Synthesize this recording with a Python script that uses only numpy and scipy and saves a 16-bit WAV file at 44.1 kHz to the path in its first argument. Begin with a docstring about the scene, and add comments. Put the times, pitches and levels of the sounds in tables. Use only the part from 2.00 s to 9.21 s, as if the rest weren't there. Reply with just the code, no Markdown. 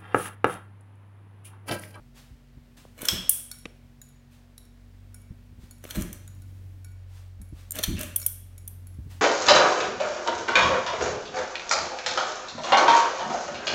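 """A ceiling fan drones in a small room, by harmonics of its speed and a mains hum over filtered noise of air.
At 1 s a pull rasps a bead chain through its eyelet, snaps the light switch and rocks the fan; the chain clinks.
From 2 s a pendant taps the lamp shade at each swing, while the drone rises in pitch and later falls back.
At 3.9 s and 5.8 s the speed chain is pulled; after the last pull it scrapes back and clinks. Throughout,
clothes brush and fingers bump the camera. Contacts are noise bursts that excite resonances and the room."""
import sys
import numpy as np
from scipy import signal
from scipy.fft import rfft, irfft, next_fast_len
from scipy.io import wavfile
from scipy.ndimage import map_coordinates

SR = 44100
rng = np.random.default_rng(int(sys.argv[2]) if len(sys.argv) > 2 else 0)


def wav_out(sig):
    """Save sig, one row per channel (or a flat mono array), as 16-bit PCM at SR to the path in sys.argv[1]."""
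    wavfile.write(sys.argv[1], SR, np.round(np.clip(np.atleast_2d(sig).T, -1, 1) * 32767).astype(np.int16))


N = 317961
TIME = np.arange(N) / SR  # s

# All tabulated levels are relative: some sources add their own gain on top.
# Pitch of the drone, from the motor's speed: [t/s, f/Hz]
MOTOR_SPEED = [(0, 45.12), (2.4, 45.31), (3.1, 47.66), (4.3, 47.35), (5.3, 45.77), (7.21, 45.33)]
# Drone harmonics at the moving camera: [t/s, first level/dB, second level/dB, third level/dB]
DRONE_HARMONICS = [(0, -52, -74, -57.5), (1.3, -55, -53, -61), (2.3, -53.5, -58.5, -56.5),
                   (3.1, -46.5, -47.5, -68), (3.6, -48, -52.5, -63), (4.3, -49, -42, -67),
                   (7.21, -48.5, -40, -61)]
# Magnetic hum of the windings, dropping sharply near 4 s and slowly returning: [t/s, level/dB]
WINDING_HUM = [(0, -57.5), (3.9, -56.5), (4.15, -76.5), (5.8, -69), (7.21, -63)]
# Spectra of the stirred air, its hiss and its rumble: [f/Hz, level/dB]
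AIR_HISS = [(240, -29.5), (400, 2), (425, -4), (520, -2), (1220, -10), (1790, -9), (5350, -18.5),
            (12700, -32), (16000, -28)]
AIR_RUMBLE = [(22, -23), (36, -1), (62, -1.5), (120, 3), (180, -6), (300, -9), (500, -36)]

# Strokes of the chain through its eyelet: [t/s, level/dB, length/s]
PULL_STROKES = [(1.019, -38, .115), (3.85, -50, .05), (3.952, -39, .02), (5.764, -38.5, .022),
                (5.999, -44.5, .03)]
# Beads that catch hard in the eyelet: [t/s, level/dB]
HARD_BEADS = [(1.017, -22.5), (1.053, -16), (3.839, -32), (3.901, -30.5), (4.009, -28.5), (4.020, -23),
              (4.128, -26), (5.754, -23), (5.829, -20), (5.991, -25), (6.010, -19), (6.031, -21.5)]
# Switch snaps, chain clinks and link pings: [t/s, level/dB, length of contact/s]
LIGHT_SNAPS = [(1.085, 0, 0.014)]
SPEED_SNAPS = [(3.907, -20.5, 0.016), (5.787, -15, 0.016), (5.835, -8, 0.027)]
LIGHT_CLINKS = [(1.2933, 0.014, 0.014)]
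SPEED_CLINKS = [(6.1604, -8.5, 0.014), (6.2627, -7.5, 0.014), (6.6769, -25, 0.015)]
LINK_PINGS = [(5.7079, -17.5, 0.0017), (5.7197, -19.5, 0.0027)]
# The fan rocking on its mount: [t/s, level/dB, rise/s, decay by 60 dB/s]
MOUNT_ROCKS = [(1.11, -34.5, .025, 0.41), (3.952, -26.5, 0.031, 0.42), (5.876, -24.5, 0.01, 0.55)]
# Stray taps of the pendant while a tug still jostles it: [t/s, level/dB]
STRAY_TAPS = [(1.514, -25), (4.4195, -46.5), (6.1987, -29.5), (6.2159, -28.5), (6.2271, -30),
              (6.579, -37.5), (6.8693, -39.5)]
# Knocks on the camera, duller where the finger lands softly: [t/s, level/dB, length of contact/s, roll-off f/Hz]
CAMERA_KNOCKS = [(.852, -31, 0.0066, 1100), (1.031, -15.5, 0.0038, 1400), (1.654, -23, .016, 7020),
                 (3.839, -34, 0.013, 6000), (3.852, -28, 0.0094, 6000), (3.952, -33, 0.017, 5000),
                 (5.792, -23.5, 0.02, 3000)]
# Soft finger bumps on the camera: [t/s, level/dB, length of contact/s]
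FINGER_BUMPS = [(0.304, -46, 0.13), (0.571, -42.5, 0.043), (3.304, -33.5, 0.047), (3.524, -41, 0.043),
                (3.585, -40, 0.038), (3.634, -38, 0.023), (5.397, -37.5, 0.081), (5.525, -30, 0.028),
                (6.983, -31.5, 0.067), (7.06, -39, 0.094)]
# Clothes brushing: [t/s, level/dB, rise/s]
CLOTH_RUSTLES = [(.14, -53.5, 0.04), (.765, -54, 0.0088), (2.301, -61.5, .03), (3.58, -60, 0.055),
                 (5.06, -58.5, .12), (5.52, -57, 0.079), (7.09, -53, 0.024)]

# Resonances of each struck or shaken part: [f/Hz, width/Hz, level/dB]
LIGHT_SWITCH_MODES = [(1650, 230, -14.5), (3060, 61, -11), (3320, 98, 6), (5340, 230, 0.5),
                      (6000, 120, -11.5), (6240, 54, -13), (7650, 300, -10), (11500, 320, -9.5),
                      (13100, 110, -9.5), (14640, 200, -13)]
SPEED_SWITCH_MODES = [(1800, 200, -12), (2350, 85, -5.5), (3220, 120, 1), (3530, 120, -1), (4230, 110, 0.5),
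                      (6000, 220, 0.5), (6450, 250, -14.5), (9180, 250, -2.5), (11620, 500, -7.5),
                      (13500, 750, -7.5)]
LIGHT_CHAIN_MODES = [(3280, 800, -26.5), (8706, 130, 0), (9800, 220, 2), (10700, 220, -12),
                     (13080, 420, -9), (14420, 610, -7.5), (14300, 247.4, -12)]
SPEED_CHAIN_MODES = [(3340, 190, -11), (6350, 110, -13.5), (9195, 180, -1.5), (9336, 130, 1.5),
                     (10230, 67, -9.5), (11900, 120, 10.5), (12600, 150, 2.5), (15210, 400, -11)]
HOUSING_MODES = [(627, 14, -8.5), (1500, 12, -2.5), (2240, 11, -2.5), (2950, 9.3, 3), (3470, 14, 0.5),
                 (3810, 11, 0), (4140, 29, 3), (5970, 16, -0.5), (8050, 18, 0)]
LINK_MODES = [(7250, 210, -1), (8620, 120, 7.5), (10990, 150, -9), (13280, 140, 3), (15300, 120, -9)]
SHADE_MODES = [(1460, 14, -0.5), (2271, 11, 2.5), (3904, 140, -7.5), (4390, 35, -2), (5520, 92, -1.5),
               (6890, 56, 1.5), (8504, 120, -14.5), (9290, 130, -3), (10800, 47, -1), (11170, 60, 7),
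               (11920, 130, -36.5), (13100, 110, -23.5)]
MOUNT_MODES = [(42.86, 19, 2.5), (63, 45, 3.5), (100, 28, 1.5), (148, 30, -8), (179, 22, 7), (239, 23, -11),
               (284, 38, -4), (323.8, 41, -2.5)]

# Spectra of the unpitched part of each contact or friction: [f/Hz, level/dB]
SNAP_COLOUR = [(180, -60.5), (300, -17), (2840, -8.5), (3240, -8), (4370, -5.5), (4910, -15), (6100, -11),
               (13100, -14), (16000, -11.5)]
CLINK_COLOUR = [(350, -56), (600, -20), (2740, -45), (3290, -23.5), (4790, -21), (5980, -8), (6510, -16.5),
                (10000, 5.5), (15000, 0.5), (16800, -20)]
BEAD_COLOUR = [(300, -22), (1500, 3), (4000, -10), (7000, 3.5), (11000, 7.5), (15500, 2.5), (17000, -22.5)]
KNOCK_COLOUR = [(60, -12.5), (200, 0), (520, 3), (1000, -14), (2500, -8), (5000, -21), (15000, -29.5)]
BUMP_COLOUR = [(22, -24.5), (40, -3), (65, 9.5), (130, -2), (300, -14), (500, -37.5), (8000, -83)]
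RASP_COLOUR = [(150, -30), (250, -0.5), (400, -10), (618, -3.5), (748, -15.5), (1420, -11), (2570, -13.5),
               (4190, -21), (4900, -26), (5830, -18), (10200, -19), (14400, -19), (16000, -24.5)]
CLOTH_COLOUR = [(200, -14), (600, -4), (3500, -5.5), (8000, -10.5), (15500, -16)]

# Reverberation time of the room: [f/Hz, decay by 60 dB/s]
ROOM_DECAY = [(100, 0.2), (500, 0.72), (3000, .7), (8000, 0.49), (15000, 0.31)]

PULL_RISE_DB_PER_S, PULL_FALL_DB_PER_S = 401, 300  # how fast a stroke gathers speed and comes to rest
BEAD_S, TAP_S = 0.016, 0.011  # lengths of contact
SLIP_DB, SLIP_SCATTER_DB = 3, 6  # light beads over their stroke: mean and standard deviation
SWING_START_S, SWING_S, SWING_SLOWS_S = 2.0156, 0.5632, 0.00136  # first tap, first interval, growth a swing
SWING_DB, SWING_LOSS_DB = -35, 0.7  # relative level of the first tap, loss a swing
REBOUND_S, REBOUND_LOSS_DB = 0.072, 15.5  # the pendant falls back on the shade once, this much weaker
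RUSTLE_T60_S = 0.55
TOP_HZ = 16200  # band limit of the camera


def motor():
    """Harmonic synthesis: three partials follow the fan's speed; the windings hum at four times the mains f."""
    phase = 2 * np.pi * np.cumsum(curves(MOTOR_SPEED)[0]) / SR
    drone = np.zeros(N)
    for k, level_db in enumerate(curves(DRONE_HARMONICS), 1):
        drone += amp(level_db + 1.4 * wobble(3.7)) * np.sin(k * phase)
    hum_level = amp(curves(WINDING_HUM)[0] + 0.8 * wobble(6))
    hum = hum_level * np.sin(2 * np.pi * 240 * TIME)
    return amp(-0.94) * drone + amp(-0.5) * hum


def pulls():
    """Friction and impact: the chain rasps and rings the housing, single beads catch and the switch snaps over."""
    unevenness_db = 4.5 * wobble(400) + 3 * wobble(70)
    grains = rng.standard_normal(N) * amp(unevenness_db)
    rasp = amp(-4.0) * strokes() * coloured(grains, RASP_COLOUR)
    housing = amp(-7.5) * np.std(rasp) * resonate(rasp, HOUSING_MODES)
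    beads = contacts(bead_catches(count=2), BEAD_COLOUR, level_db=-16.5, wet_db=-5,
                     ring=SPEED_SWITCH_MODES, ring_db=-6.5, scatter_db=4.5)
    light = contacts(LIGHT_SNAPS, SNAP_COLOUR, level_db=-18.5, wet_db=-2.5,
                     ring=LIGHT_SWITCH_MODES, ring_db=5.5)
    speed = contacts(SPEED_SNAPS, SNAP_COLOUR, level_db=-17, wet_db=-7.5,
                     ring=SPEED_SWITCH_MODES, ring_db=1.5)
    return rasp + housing + room(rasp) + beads + light + speed


def strokes():
    """Envelope of the chain's travel: exponential growth, a steady hold and exponential decay."""
    total = np.zeros(N)
    for s, db, length in PULL_STROKES:
        before = np.maximum(s - TIME, 0)
        after = np.maximum(TIME - s - length, 0)
        total += amp(db - PULL_RISE_DB_PER_S * before - PULL_FALL_DB_PER_S * after)
    return total


def bead_catches(count):
    """Stick and slip: the hard catches, and count light ones at random moments of each stroke."""
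    light = []
    for s, db, length in PULL_STROKES:
        for _ in range(count):
            level_db = db + SLIP_DB + SLIP_SCATTER_DB * rng.standard_normal()
            light.append((s + length * rng.random(), level_db))
    return [(s, db, BEAD_S) for s, db in HARD_BEADS + light]


def retract():
    """Resonant friction: as the switch springs back, its chain scrapes with a duller, mid-pitched grain."""
    grains = rng.standard_normal(N) * amp(4 * wobble(400))
    envelope = swells([(5.955, -42.5, 0.033, 0.23)])
    scrape = envelope * resonate(grains, [(2600, 420, -2), (1900, 320, -12)])
    return scrape + amp(-2) * room(scrape)


def chains():
    """Modal impact: released chains whip back against the fitting; a single link pings."""
    light = contacts(LIGHT_CLINKS, CLINK_COLOUR, level_db=-14.5, wet_db=-6.0,
                     ring=LIGHT_CHAIN_MODES, ring_db=0.5)
    speed = contacts(SPEED_CLINKS, CLINK_COLOUR, level_db=-13.0, wet_db=-9.0,
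                     ring=SPEED_CHAIN_MODES, ring_db=-1.5)
    link = contacts(LINK_PINGS, BEAD_COLOUR, level_db=-7.0, wet_db=-13.5, ring=LINK_MODES, ring_db=18.5)
    return light + speed + link


def mount():
    """Forced resonance: each tug rocks the fan, and its mount booms in a few low modes."""
    boom = resonate(rng.standard_normal(N), MOUNT_MODES)

    def band(hz):
        """Band-pass response from about 24 to 350 Hz."""
        return 1 / (1 + (hz / 350) ** 10) / (1 + (24 / (hz + 1)) ** 6)

    return swells(MOUNT_ROCKS) * unit(filtered(boom, band))


def pendant():
    """Damped oscillation: the pendant taps the lamp shade about twice a second, each tap rebounding once."""
    taps = swings(count=7) + STRAY_TAPS
    rebounds = [(s + REBOUND_S, db - REBOUND_LOSS_DB) for s, db in taps]
    rows = [(s, db, TAP_S) for s, db in taps + rebounds]
    return contacts(rows, BEAD_COLOUR, level_db=-12.0, wet_db=-5.5, ring=SHADE_MODES, ring_db=2.5, scatter_db=6)


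def swings(count):
    """Times and levels of an oscillation whose period slowly lengthens as it weakens."""
    taps = []
    for k in range(count):
        s = SWING_START_S + k * SWING_S + SWING_SLOWS_S * k * (k - 1) / 2
        taps.append((s, SWING_DB - SWING_LOSS_DB * k))
    return taps


def handling():
    """Impact and friction: fingers bump and knock the camera; clothes brush as the arm moves."""
    bumps = contacts(FINGER_BUMPS, BUMP_COLOUR, level_db=-7, wet_db=-12.5)
    knocks = np.zeros(N)
    for s, db, length, roll_off_hz in CAMERA_KNOCKS:
        knock = contacts([(s, db, length)], KNOCK_COLOUR, level_db=-13, wet_db=-15)
        knocks += filtered(knock, lambda hz: 1 / (1 + (hz / roll_off_hz) ** 4))
    brushes = swells([(s, db, rise, RUSTLE_T60_S) for s, db, rise in CLOTH_RUSTLES])
    return bumps + knocks + brushes * coloured(rng.standard_normal(N), CLOTH_COLOUR)


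def air():
    """Turbulence noise: the blades stir a soft hiss over a low rumble, both wavering in level."""
    hiss = amp(-66.68 + 0.4 * wobble(11.0)) * coloured(rng.standard_normal(N), AIR_HISS)
    rumble = amp(-57.5 + 3.4 * wobble(2.5)) * coloured(rng.standard_normal(N), AIR_RUMBLE)
    return hiss + rumble


def room(x):
    """Diffuse reverberation: x convolved with noise in which each frequency dies at its own rate."""
    hz, t, z = signal.stft(rng.standard_normal(SR), SR, nperseg=256)
    decay = amp(-60 * t / along(ROOM_DECAY, hz)[:, None])
    tail = signal.istft(z * decay, SR, nperseg=256)[1]
    return signal.fftconvolve(x, tail / np.linalg.norm(tail))[:len(x)]


def contacts(rows, colour, level_db, wet_db, ring=(), ring_db=0, scatter_db=0):
    """Impact excitation: a burst of tiny impacts cracks, sets modes ringing and is heard again in the room."""
    track, t = np.zeros(N), np.arange(SR * 3 // 4) / SR
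    click = signal.unit_impulse(len(t), 100)
    for s, db, length in rows:
        # the burst's exponential falls by 80 dB over the length of contact
        burst = rng.standard_normal(len(t)) * t * np.exp(-np.log(10000) * t / length)
        near = coloured(burst, colour)
        # the room gathers sound from all directions, so its tail has the part's average colour
        tail = room(coloured(click, colour))
        # a short fade-in, scaled to the length of contact, keeps each onset free of clicks
        near = near * (1 - np.exp(-25 * t / length))
        if len(ring):
            # struck at a new spot, the part rings at new strengths if scatter is set
            modes = [(hz, width, mode_db + scatter_db * rng.standard_normal()) for hz, width, mode_db in ring]
            near = near + amp(ring_db) * resonate(burst, modes)
            tail = tail + amp(ring_db) * room(resonate(click, modes))
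        # energy grows in proportion to the length of contact
        gain = amp(db + level_db) * np.sqrt(length * SR / len(t))
        add(track, s, gain * (unit(near) + amp(wet_db) * unit(tail)))
    return track


def swells(rows):
    """Envelope of linear rises followed by exponential decays."""
    total = np.zeros(N)
    for s, db, rise, t60 in rows:
        decay_db = 60 * np.maximum(TIME - s - rise, 0) / t60
        total += amp(db - decay_db) * np.clip((TIME - s) / rise, 0, 1)
    return total


def resonate(x, peaks):
    """Modal superposition: x through parallel second-order resonances, at rms 1."""
    def response(f):
        """Sum of the band-pass responses."""
        total = 0
        for centre, width, db in peaks:
            total = total + amp(db) * 1j * f * width / (centre * centre - f * f + 1j * f * width)
        return total

    return unit(filtered(x, response))


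def coloured(x, spectrum):
    """Spectral shaping: x under a smooth spectrum, at rms 1."""
    return unit(filtered(x, lambda hz: amp(along(spectrum, hz))))


def filtered(x, response):
    """Linear filtering: the spectrum of x times a response of frequency."""
    size = next_fast_len(len(x) + 8192)
    return irfft(rfft(x, size) * response(np.fft.rfftfreq(size, 1 / SR)), size)[:len(x)]


def wobble(rate):
    """Band-limited fluctuation: a smooth curve through random knots, rate of them a second."""
    return map_coordinates(rng.standard_normal(int(N * rate / SR) + 4), [TIME * rate])


def curves(rows):
    """Linear interpolation in time: one value per sample for each column after t/s."""
    s, *cols = np.transpose(rows)
    return [np.interp(TIME, s, c) for c in cols]


def along(points, hz):
    """Interpolation of (f/Hz, value) points on a logarithmic frequency axis."""
    f, v = np.transpose(points)
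    return np.interp(np.log(hz + 1), np.log(f + 1), v)


def amp(db):
    """Amplitude ratio of a level in decibels."""
    return 10 ** (np.asarray(db) / 20)


def unit(x):
    """Normalisation of the mean power: x at rms 1."""
    return x / np.sqrt(np.mean(x ** 2) + 1e-20)


def add(track, s, x):
    """Superposition: mix x into the track from time s."""
    part = track[max(round(s * SR), 0):][:len(x)]
    part += x[:len(part)]


def scene():
    """Superposition of the fan, its chains, the pendant and the hand that holds the camera."""
    fan = motor() + air() + mount()
    chain = pulls() + retract() + chains()
    return (fan + chain + pendant() + handling())[None]


def record(dry):
    """Saturation and band limiting: the camera rounds the loudest peaks and cuts steeply above its limit."""
    ceiling = 0.75
    rounded = dry[0] / (1 + (dry[0] / ceiling) ** 4) ** (1 / 4)
    return filtered(rounded, lambda hz: 1 / (1 + (hz / TOP_HZ) ** 120))[None]


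dry = scene()
out = record(dry)
wav_out(out)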